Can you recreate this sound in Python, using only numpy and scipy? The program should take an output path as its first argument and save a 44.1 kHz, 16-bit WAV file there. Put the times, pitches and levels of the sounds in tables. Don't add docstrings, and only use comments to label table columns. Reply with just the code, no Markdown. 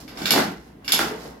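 import sys
import numpy as np
from scipy import signal
from scipy.fft import rfft, irfft, next_fast_len
from scipy.io import wavfile
from scipy.ndimage import map_coordinates

SR = 44100
rng = np.random.default_rng(int(sys.argv[2]) if len(sys.argv) > 2 else 0)


def attenuation_scalar(level_db):
    decades = np.asarray(level_db, float) / 20
    return 10 ** decades


def digitize_waveform(pressure):
    field = np.atleast_2d(pressure).T
    bounded = np.clip(field, -1, 1)
    quanta = np.round(bounded * 32767).astype(np.int16)
    wavfile.write(sys.argv[1], SR, quanta)


N = 61739


def unit(x):
    return x / np.sqrt(np.mean(x ** 2) + 1e-20)


def along(points, hz):
    f, v = np.transpose(points)
    return np.interp(np.log(hz + 1), np.log(f + 1), v)


def bump(hz, centre_hz, octaves):
    return np.exp(-(np.log2((hz + 1) / centre_hz) / octaves) ** 2)


def filtered(x, response):
    n = x.shape[-1]
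    m = next_fast_len(n + 8192)
    return irfft(rfft(x, m) * response(np.fft.rfftfreq(m, 1 / SR)), m)[..., :n]


def causal(gain_db):
    cepstrum = irfft(np.maximum(gain_db, -120) * np.log(10) / 20)
    half = len(cepstrum) // 2
    cepstrum[1:half] *= 2
    cepstrum[half + 1:] = 0
    return np.exp(rfft(cepstrum))


def add(out, s, x):
    part = out[:, round(s * SR):][:, :x.shape[1]]
    part += x[:, :part.shape[1]]


# (f/Hz, correlation)
LIKENESS = [(100, 0.98), (300, 0.95), (600, 0.27), (2000, 0.093), (12000, 0.14)]


def spread(pair):
    def mid_side_gains(hz):
        turn = np.arccos(np.clip(along(LIKENESS, hz), -1, 1)) / 2
        return np.sqrt(2) * np.array([np.cos(turn), np.sin(turn)])

    mid, side = filtered(pair, mid_side_gains)
    return np.array([mid + side, mid - side]) / np.sqrt(2)


# (f/Hz, t60/s)
ROOM_T60 = [(150, 0.39), (500, 0.36), (2000, 0.44), (10000, 0.25), (15000, 0.2)]
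BUILD_S = 0.006


def in_room(x, wet_db, all_round=None):
    hz, t, z = signal.stft(rng.standard_normal((2, SR // 2)), SR, nperseg=256)
    decay = attenuation_scalar(-60 * t / along(ROOM_T60, hz)[:, None])
    tail = signal.istft(z * decay, SR, nperseg=256)[1]
    build_up = 1 - np.exp(-np.arange(tail.shape[1]) / SR / BUILD_S)
    tail = spread(tail * build_up)
    source = np.atleast_2d(x if all_round is None else all_round)
    wet = signal.fftconvolve(source, tail / np.linalg.norm(tail[0]), axes=1)
    direct = np.pad(x * np.ones((2, 1)), ((0, 0), (0, tail.shape[1] - 1)))
    return attenuation_scalar(wet_db) * wet + direct


# (f/Hz, width/Hz, level/dB)
CABINET_MODES = [(177, 75, -3.5), (242, 43, 1), (310, 38.4, 1.5), (379.5, 24, 0), (434.7, 47.3, -1.5),
                 (651, 150, -2.5), (808, 218, -3), (1207, 279, -7.5), (1320, 160, -6.5), (1770, 530, -15),
                 (2024, 97, -9.5), (2770, 1080, -24)]


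def cabinet(hz):
    total = 0
    for k, (centre, width, db) in enumerate(CABINET_MODES):
        resonance = 1j * hz * width / (centre * centre - hz * hz + 1j * hz * width)
        total = total + (-1) ** k * attenuation_scalar(db) * resonance
    return total


# (f/Hz, relative level/dB per Hz)
AIR_SPECTRUM = [(25, -38.5), (45, -9.5), (79, -17), (134, -9.5), (345, -11), (569, -22.5), (962, -30),
                (3000, -40), (8500, -53), (11500, -46.5), (16000, -54)]
AIR_DB = -47.5
HUM_HZ, HUM_DB, HUM_WAVER_DB = 58.5, -53.5, 3.5


def room_tone():
    air = filtered(rng.standard_normal((2, N)), lambda hz: attenuation_scalar(along(AIR_SPECTRUM, hz)))
    air = unit(spread(air))
    t = np.arange(N) / SR
    waver = map_coordinates(rng.standard_normal(40), [t * 20])
    hum = np.sqrt(2) * attenuation_scalar(HUM_DB + HUM_WAVER_DB * waver) * np.sin(2 * np.pi * HUM_HZ * t)
    return attenuation_scalar(AIR_DB) * air + hum


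def grains(rate):
    struck = rng.random((2, N)) < rate / SR
    impacts = struck * rng.standard_normal((2, N))
    uneven_db = 2.5 * rng.standard_normal((2, N))
    return impacts * attenuation_scalar(uneven_db)


# (t/s, cabinet rumble level/dB, bushing rattle level/dB)
ROD_MOVES = [(0, -41.5, -41), (0.058, -55, -53), (0.141, -45.5, -55.5), (0.196, -36, -38.5),
             (.29, -35, -43.5), (0.388, -21.5, -27), (0.502, -36.5, -44), (0.599, -57, -58.5),
             (.68, -51.5, -59), (0.802, -57.5, -79), (.92, -37.5, -44), (1.016, -40, -27),
             (1.16, -46, -49.5), (1.258, -40, -44.5), (1.4, -49, -64)]
# (f/Hz, relative level/dB per Hz)
RATTLE_SPECTRUM = [(400, -19.5), (700, -5.5), (1500, -17), (2700, -17.5), (4900, -11), (9000, -21.5),
                   (11400, -16.5), (14600, -22.5), (16000, -31)]
RUMBLES_PER_S, RATTLES_PER_S = 500, 1100


def rods():
    s, rumble_db, rattle_db = np.transpose(ROD_MOVES)
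    t = np.arange(N) / SR
    shaken = spread(filtered(grains(RUMBLES_PER_S), cabinet))
    rumble = unit(in_room(shaken, wet_db=2.4)[:, :N])
    chatter = filtered(grains(RATTLES_PER_S), lambda hz: causal(along(RATTLE_SPECTRUM, hz)))
    rattle = unit(in_room(chatter, wet_db=1.3)[:, :N])
    return attenuation_scalar(np.interp(t, s, rumble_db)) * rumble + attenuation_scalar(np.interp(t, s, rattle_db)) * rattle


# (t/s, peak level/dB, tilt/dB per octave, struck panel's strongest f/Hz)
CABINET_BLOWS = [(0.024, -36.5, -10, 306), (0.213, -24, -7.5, 194.5), (.312, -14, 0, 214),
                 (.338, -13.5, 4, 824), (.361, -8.5, 4, 285), (.378, -12, 3.5, 1440),
                 (.445, -23.5, -2.5, 187), (.475, -24.5, -6.5, 182), (.935, -18, 1.5, 196),
                 (.992, -7, 5, 1405), (1.003, -17.5, -0.5, 331), (1.067, -25, -2.5, 310),
                 (1.109, -23, 0.5, 443), (1.144, -29.5, -1.5, 447), (1.254, -32.5, -5, 500)]
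PANEL_DB, PANEL_OCT = 9, 0.22
KNOCK_ROOM_DB = 2


def knocks():
    out, t = np.zeros((2, N)), np.arange(SR // 8) / SR
    push = (t == 0).astype(float)
    for s, db, tilt_db, panel_hz in CABINET_BLOWS:
        def struck_panel(hz):
            tilt = tilt_db * np.log2((hz + 50) / 600)
            return cabinet(hz) * causal(tilt + PANEL_DB * bump(hz, panel_hz, PANEL_OCT))

        body = filtered(push, struck_panel)
        add(out, s, attenuation_scalar(db) * in_room(body / np.abs(body).max(), KNOCK_ROOM_DB))
    return out


# (f/Hz, boost/dB)
PLAYER_MODES = [(1530, 6), (2280, 6), (2820, 5), (3550, 7), (4450, 6), (5180, 7), (7100, 5)]
PLAYER_OCT = .08
FAVOUR_DB, FAVOUR_OCT = 5, .13


def player_modes(hz, favoured_hz):
    modes = sum(db * bump(hz, centre_hz, PLAYER_OCT) for centre_hz, db in PLAYER_MODES)
    return modes + FAVOUR_DB * bump(hz, favoured_hz, FAVOUR_OCT)


# (f/Hz, relative level/dB, t60/s)
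ROD_PARTIALS = [(11190, -5, .08), (11280, 0, .12), (11370, -2, .11)]


def rod_ring(t):
    ring = 0
    for hz, db, t60 in ROD_PARTIALS:
        phase = rng.random((2, 1))
        ring = ring + attenuation_scalar(db - 60 * t / t60) * np.sin(2 * np.pi * (hz * t + phase))
    return ring


# (t/s, level/dB, tilt/dB per octave, favoured f/Hz, rod ring level/dB before the first)
BALL_CONTACTS = [(0.0790, -31.5, -5.5, 5000, -22), (0.173, -26.5, -7, 5500, -31),
                 (0.2187, -24, -2.5, 1570, -32), (0.2567, -11.5, -3, 3910, -46),
                 (0.3068, -5.5, 0.5, 4170, -16.5), (0.8459, -32, -2, 2750, -16.5),
                 (0.8796, -14.5, -3, 5220, -32.5), (0.9208, -5.5, 1, 3326, -12)]
# (f/Hz, relative level/dB per Hz)
CLACK_SPECTRUM = [(400, -29.5), (1400, -3.5), (3590, -1), (5300, -1.5), (7600, -5), (8500, -12.5),
                  (10000, -11), (12000, -3.5), (16000, -13.5)]
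CLACK_DB, ROOM_DB = -22.5, 1.2
CONTACT_S, CHATTER_T60_S = .0028, .004
CHATTER_DB = 1.5
TILT_ENDS_HZ = 7000
HIDDEN_WHEN_SOFT = .15


def clacks():
    out, t = np.zeros((2, N)), np.arange(SR // 4) / SR
    contact = attenuation_scalar(-60 * np.maximum(t - CONTACT_S, 0) / CHATTER_T60_S)
    for s, db, tilt_db, favoured_hz, ring_db in BALL_CONTACTS:
        def colour(hz):
            tilt = tilt_db * np.log2(np.minimum(hz + 50, TILT_ENDS_HZ) / 4000)
            return causal(along(CLACK_SPECTRUM, hz) + tilt + player_modes(hz, favoured_hz))

        chatter = spread(rng.standard_normal((2, len(t)))) * contact
        chatter = unit(filtered(chatter, colour))
        tap = unit(filtered((t == 0).astype(float), colour))
        two_taps = np.array([tap, np.roll(tap, 2)])
        burst = unit(two_taps + attenuation_scalar(CHATTER_DB) * chatter)
        burst = unit(filtered(burst, lambda hz: causal(player_modes(hz, favoured_hz))))
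        ring = attenuation_scalar(ring_db) * rod_ring(t)
        direct = attenuation_scalar(CLACK_DB + HIDDEN_WHEN_SOFT * db) * burst + ring
        all_round = attenuation_scalar(CLACK_DB) * tap + ring
        add(out, s, attenuation_scalar(db) * in_room(direct, ROOM_DB, all_round))
    return out


def scene():
    return clacks() + knocks() + rods() + room_tone()


# (f/Hz, left minus right level/dB)
PORT_DIFFERENCE = [(60, 2), (180, -0.5), (550, 0), (1650, 0), (4970, -5), (15000, 4)]
BASS_CUT_HZ = 40


def microphone_ports(dry):
    def response(hz):
        bass_cut = (1j * hz / (1j * hz + BASS_CUT_HZ)) ** 2
        return bass_cut * attenuation_scalar(np.outer([.5, -.5], along(PORT_DIFFERENCE, hz)))

    return filtered(dry, response)


CEILING, TOP_HZ = .95, 16000


def top_cut(x):
    return signal.sosfilt(signal.butter(12, 16810, fs=SR, output="sos"), x)


def record(dry):
    ports = microphone_ports(dry)
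    held = ports / (1 + (ports / CEILING) ** 4) ** 0.25
    mix = filtered(held, lambda hz: hz < TOP_HZ)
    return top_cut(mix)


dry = scene()
out = record(dry)
digitize_waveform(out)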